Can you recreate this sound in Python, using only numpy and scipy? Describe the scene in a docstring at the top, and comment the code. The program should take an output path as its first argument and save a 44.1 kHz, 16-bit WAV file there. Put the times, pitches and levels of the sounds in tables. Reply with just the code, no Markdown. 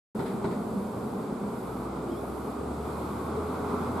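"""Distant traffic heard from a paved yard: a dull road rumble, and tyre roar that grows as a vehicle nears.
One engine drones and fades, another pulls away with a rising hum, and other hums come and go.
Early on, two pairs of soft knocks ring and rattle. A thin high hiss swells and drops over the
microphone's own noise, and a far bird chirps once."""
import sys
import numpy as np
from scipy import signal
from scipy.fft import rfft, irfft
from scipy.io import wavfile

SR = 44100
rng = np.random.default_rng(int(sys.argv[2]) if len(sys.argv) > 2 else 0)


def wav_out(sig):
    """Save sig, one row per channel (or a flat mono array), as 16-bit PCM at SR to the path in sys.argv[1]."""
    wavfile.write(sys.argv[1], SR, np.round(np.clip(np.atleast_2d(sig).T, -1, 1) * 32767).astype(np.int16))


N = 176400
T = np.arange(N) / SR
HZ = np.maximum(np.arange(N // 2 + 1) * SR / N, 1)


def from_db(db):
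    """Turn decibels into a gain."""
    return 10 ** (np.asarray(db) / 20)


def unit_power(x):
    """Scale a signal to an average power of 1."""
    return x / np.sqrt(np.mean(x ** 2) + 1e-20)


def over_time(rows):
    """Join a table's points in time: one curve for each column after the first."""
    times, *columns = np.transpose(rows)
    return [np.interp(T, times, column) for column in columns]


def over_frequency(rows):
    """Join a table's points along a log frequency scale."""
    hz, value = np.transpose(rows)
    return np.interp(np.log(HZ), np.log(hz), value)


def drift(rate_hz):
    """A random wander of typical size 1, mostly slower than the rate."""
    return unit_power(irfft(rfft(rng.standard_normal(N)) / (1 + (HZ / rate_hz) ** 2), N))


def flicker(rate_hz, depth_db):
    """A gain that wavers at random."""
    return from_db(depth_db * drift(rate_hz))


def steadied(x, rate_hz):
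    """Even out swings in loudness slower than the rate, keeping the fast grain."""
    power = irfft(rfft(np.mean(x ** 2, axis=0)) * np.exp(-(HZ / rate_hz) ** 2), N)
    return unit_power(x / np.sqrt(np.abs(power) + .05 * power.mean()))


def pan(db):
    """Left and right gains; below 0 dB the sound leans right."""
    return from_db(np.array([[db], [-db]]) / 2)


def stereo_noise(gain, likeness):
    """Noise with a gain for each frequency; left and right are alike (1), unrelated (0) or opposite (-1)."""
    alike = np.clip(likeness, -.999, .999)
    mid, side = np.exp(2j * np.pi * rng.random((2, len(HZ)))) * gain
    spectrum = np.sqrt(1 + alike) * mid + np.sqrt(1 - alike) * side * np.array([[1], [-1]])
    return unit_power(irfft(spectrum, N))


# how alike far sounds are on the left and right: f/Hz, likeness
FAR_LIKENESS = [(40, 0.79), (130, 0.98), (270, 0.98), (450, 0.86), (700, 0.62), (1200, 0.65), (2000, 0.45),
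                (4000, 0.37), (10000, .1)]
def far_noise(colour):
    """Distant noise of a given tone colour; its highs spread wider than its lows."""
    return stereo_noise(from_db(over_frequency(colour)), over_frequency(FAR_LIKENESS))


def ringing(bands):
    """Noise that rings evenly in narrow bands, each given as f/Hz, half-width/Hz, level/dB."""
    out = 0
    for hz, width, db in bands:
        band = stereo_noise(1 / (1 + ((HZ - hz) / width) ** 2), over_frequency(FAR_LIKENESS))
        out += from_db(db) * steadied(band, rate_hz=11.3)
    return out


# tone colour of the rumble: f/Hz, level/dB
RUMBLE_COLOUR = [(25, -32), (45, -19), (70, -10.5), (100, -6), (125, -0.5), (160, -4.5), (200, 2),
                 (250, -1), (300, -0.5), (330, -4), (375, 0.5), (470, -3.5), (540, -7), (700, -8),
                 (900, -11.5), (1300, -23.5), (1700, -31), (3000, -53)]
# its loudness: t/s, level/dB
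RUMBLE_LOUDNESS = [(.15, -35.5), (.6, -35.3), (1.1, -35.5), (1.75, -36.5), (2.15, -36.5), (2.6, -36),
                   (3.05, -35.5), (3.3, -35), (3.55, -35.3), (3.8, -34), (4, -33)]
# its booming notes: f/Hz, half-width/Hz, level/dB
BOOM_BANDS = [(423, 5.6, -49), (470.4, 13, -50.5), (247.3, 18, -45), (767, 20, -55), (970, 14, -57.5)]
def road_rumble():
    """Far traffic rumbles, with a few booming notes that follow its loudness."""
    db, = over_time(RUMBLE_LOUDNESS)
    rumble = steadied(far_noise(RUMBLE_COLOUR), rate_hz=3.7) * flicker(rate_hz=27, depth_db=0.98)
    return from_db(db) * rumble + from_db(db - db.mean()) * ringing(BOOM_BANDS)


# tone colour of the tyres: f/Hz, level/dB
TYRE_COLOUR = [(300, -28), (600, -8), (850, -0.5), (1130, 1.5), (1400, -3.5), (1550, -10.5), (1720, -25.5),
               (2050, -18.5), (2450, -19.5), (2800, -32), (3500, -24), (4500, -28.5), (6000, -34.5),
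               (14000, -54)]
# their loudness: t/s, level/dB
TYRE_LOUDNESS = [(.15, -45.5), (.7, -46), (1.3, -45.5), (1.65, -43), (2.1, -44), (2.6, -45), (3.1, -41.5),
                 (3.5, -40.5), (3.85, -37), (4, -38)]
# echoes from around the yard: delay/s, level/dB
YARD_ECHOES = [(.0068, -27), (0.0176, -14), (0.032, -12), (0.054, -14.5), (.087, -9)]
def tyre_roar():
    """Tyres grow louder as a vehicle nears; echoes boost some frequencies and weaken others."""
    db, = over_time(TYRE_LOUDNESS)
    echoes = sum(from_db(level) * np.exp(-2j * np.pi * HZ * delay) for delay, level in YARD_ECHOES)
    roar = unit_power(irfft(rfft(far_noise(TYRE_COLOUR)) * (1 + echoes), N))
    return from_db(db) * pan(-1.4) * roar * flicker(rate_hz=8.5, depth_db=0.9)


# notes of the exhaust: f/Hz, half-width/Hz, relative level/dB
DRONE_BANDS = [(192.8, 3, -5), (201, 13.6, -4), (221, 25, -3.5)]
# its loudness: t/s, level/dB
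DRONE_LOUDNESS = [(.15, -34.5), (.25, -48), (.35, -32), (.41, -41), (.6, -35), (.68, -38.5), (.79, -31),
                  (.88, -41.5), (1.1, -40.5), (1.37, -38.5), (1.6, -43), (1.9, -57), (4, -88)]
def droning_engine():
    """An exhaust throbs, blurred by distance, and dies away."""
    db, = over_time(DRONE_LOUDNESS)
    return from_db(db) * ringing(DRONE_BANDS) * flicker(rate_hz=38, depth_db=2)


# tone colour of the microphone's noise: f/Hz, level/dB
MIC_COLOUR = [(1500, 4), (2800, 0), (3600, 0), (4700, -0.5), (5600, -6.5), (6600, -4), (7800, 2),
              (9200, -0.5), (11000, -2.5), (13000, -3.5), (14500, -14)]
# its loudness: t/s, level/dB
MIC_LOUDNESS = [(.15, -55), (1.9, -56.5), (3, -54), (4, -54.5)]
# how alike left and right are: f/Hz, likeness
MIC_LIKENESS = [(2000, 0.37), (4500, 0.51), (8000, 0.31), (13000, -0.25)]
def microphone_hiss():
    """The microphone makes a faint, nearly steady hiss of its own."""
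    db, = over_time(MIC_LOUDNESS)
    return from_db(db) * stereo_noise(from_db(over_frequency(MIC_COLOUR)), over_frequency(MIC_LIKENESS))


# swells of high hiss: start of rise t/s, start of fall t/s, level/dB
SWELL_TIMES = [(-.1, .35, -60), (0.419, 1.238, -62.5), (1.36, 1.833, -59.5), (1.98, 2.51, -59.5),
               (2.68, 3.268, -59.5), (3.3, 4.1, -61)]
# their tone colour: f/Hz, level/dB
SWELL_COLOUR = [(8500, -15), (9800, -2), (10800, 7), (12300, 2.5), (13500, 0), (14600, -17)]
def high_hiss(rise_s=0.23, fall_s=.06):
    """A thin hiss rises slowly and drops quickly, again and again."""
    loudness = sum(from_db(db) * np.clip((T - start) / rise_s, 0, 1) * np.clip(1 - (T - end) / fall_s, 0, 1)
                   for start, end, db in SWELL_TIMES)
    return loudness * pan(-0.5) * stereo_noise(from_db(over_frequency(SWELL_COLOUR)), likeness=-0.14)


# the knocks: t/s, thud level/dB, rattle level/dB, time for the thud to fall 60 dB/s, rise time/s
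KNOCK_HITS = [(0.191, -27.5, -46, 0.37, .002), (0.254, -53, -46.5, 0.49, 0.0089),
              (.44, -25.5, -44, 0.32, 0.0045), (0.506, -37, -49, 0.37, 0.0087)]
# notes that every knock rings with: f/Hz, half-width/Hz, relative level/dB
KNOCK_NOTES = [(194, 59, -2), (388, 32, 1.5), (653, 23, -11), (900, 69, -8.5), (1420, 45, -15)]
# tone colour of the thud: f/Hz, level/dB
THUD_COLOUR = [(80, -15), (200, 3), (380, -2), (650, -6), (950, -6.5), (1400, -15), (1800, -38),
               (3000, -49)]
# tone colour of the rattle: f/Hz, level/dB
RATTLE_COLOUR = [(1000, 1), (1500, 2), (2100, 5.5), (2800, -7.5), (3700, 0), (5000, -9), (6200, -22),
                 (8000, -8.5), (13000, -27)]
def knocks(blow_db=-2, blow_damping=1.4, rattle_time_share=0.79):
    """Each blow rings a few notes and leaves a dull thud and a gritty rattle that dies sooner."""
    thud = steadied(far_noise(THUD_COLOUR) + ringing(KNOCK_NOTES), rate_hz=44)
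    rattle = unit_power(far_noise(RATTLE_COLOUR) * flicker(rate_hz=500, depth_db=1))
    blow = sum(from_db(db) * np.exp(-np.pi * blow_damping * width * T) * np.sin(2 * np.pi * hz * T)
               for hz, width, db in KNOCK_NOTES)
    blow /= np.abs(blow).max()
    out = 0
    for start, thud_db, rattle_db, decay_s, rise_s in KNOCK_HITS:
        age = T - start
        fall_db = -60 * np.maximum(age, 0) / decay_s
        tail = from_db(thud_db + fall_db) * thud + from_db(rattle_db + fall_db / rattle_time_share) * rattle
        out += np.clip(age / rise_s, 0, 1) * tail
        out += from_db(thud_db + blow_db) * np.interp(age - rise_s, T, blow)
    return out


# other vehicles: start t/s, end t/s, f/Hz, half-width/Hz, level/dB
VEHICLE_HUMS = [(1.4, 2.2, 128.6, 2.3, -50), (1.67, 2.45, 339, 1, -46), (2.5, 2.85, 418, 4.9, -44),
                (3.3, 3.9, 305, 2.7, -49.5), (3.3, 3.85, 420, 7.1, -41), (3.8, 4.2, 392, 14, -47),
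                (3.585, 4.3, 250, 19, -39.5), (3.07, 4.3, 1110, 11, -49.5), (2.2, 4.3, 1240, 13.2, -55)]
def passing_hums(fade_s=0.24):
    """The hums of other vehicles fade in and out of the traffic."""
    return sum(np.clip(np.minimum(T - start, end - T) / fade_s + .5, 0, 1) * ringing([(hz, width, db)])
               for start, end, hz, width, db in VEHICLE_HUMS)


# the engine pulling away: t/s, firing rate f/Hz, level/dB
ENGINE_RUN = [(.15, 62.3, -70), (1.45, 62.4, -62), (1.88, 63.57, -43.5), (2.13, 65, -53),
              (2.36, 68.6, -45.5), (2.54, 69.8, -50.5), (2.68, 72.35, -42.5), (3.1, 76.44, -44.5),
              (3.35, 80.4, -41), (3.66, 82.35, -45), (4, 86.2, -41)]
# its tones: multiple of the firing rate, relative level/dB
ENGINE_TONES = [(1, 3), (2, -5), (3, -18), (4, -5.5)]
def rising_engine(wobble=0.0071, flutter_db=1.1):
    """An engine fires faster and faster, so its hum rises; each tone wavers in loudness."""
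    hz, db = over_time(ENGINE_RUN)
    phase = 2 * np.pi * np.cumsum(hz * (1 + wobble * drift(rate_hz=6))) / SR
    hum = 0
    for multiple, tone_db in ENGINE_TONES:
        flutter = flicker(rate_hz=8.3, depth_db=flutter_db * np.sqrt(multiple))
        hum += from_db(tone_db) * flutter * np.sin(multiple * phase + 2 * np.pi * rng.random())
    return from_db(db) * hum


# the chirp's tune: t/s, f/Hz, level/dB
CHIRP_TUNE = [(2.075, 2680, -69), (2.1, 2970, -63.5), (2.118, 3290, -59.5), (2.138, 3130, -60),
              (2.152, 3130, -63), (2.17, 3450, -59.5), (2.19, 3440, -63.5), (2.225, 3390, -72)]
# its tones: multiple of the pitch, relative level/dB
CHIRP_TONES = [(1.0, -1), (1.58, -7)]
def bird(hoarseness=0.021):
    """A far bird gives one faint, slightly hoarse chirp that rises in two steps."""
    hz, db = over_time(CHIRP_TUNE)
    sounding = (T > CHIRP_TUNE[0][0]) & (T < CHIRP_TUNE[-1][0])
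    phase = 2 * np.pi * np.cumsum(hz * (1 + hoarseness * drift(rate_hz=500))) / SR
    voice = sum(from_db(tone_db) * flicker(rate_hz=60, depth_db=1.5) * np.sin(multiple * phase)
                for multiple, tone_db in CHIRP_TONES)
    return sounding * from_db(db) * voice


# brief low surges: peak t/s, half-length/s, f/Hz, half-width/Hz, level/dB
RUMBLE_SURGES = [(2.117, 0.029, 342, 55, -33.5), (3.378, 0.031, 432, 25, -33), (3.735, .05, 405, 40, -38),
                 (3.767, .05, 223, 45, -36), (3.984, 0.021, 250, 24.8, -29)]
def surges():
    """A narrow part of the rumble swells for an instant."""
    return sum(np.exp(-((T - peak) / half_length) ** 2) * ringing([(hz, width, db)])
               for peak, half_length, hz, width, db in RUMBLE_SURGES)


def scene():
    """Traffic, hiss, knocks and bird add together."""
    opening = road_rumble() + tyre_roar() + droning_engine() + microphone_hiss() + high_hiss()
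    return opening + knocks() + passing_hums() + rising_engine() + bird() + surges()


CUTOFF_HZ, START_S, FADE_IN_S = 14700, .147, 0.0044
def record(dry):
    """The highest treble is cut, and the sound switches on after a moment of silence."""
    low_pass = signal.ellip(12, .1, 90, CUTOFF_HZ, fs=SR, output="sos")
    return signal.sosfilt(low_pass, dry) * np.clip((T - START_S) / FADE_IN_S, 0, 1)


dry = scene()
out = record(dry)
wav_out(out)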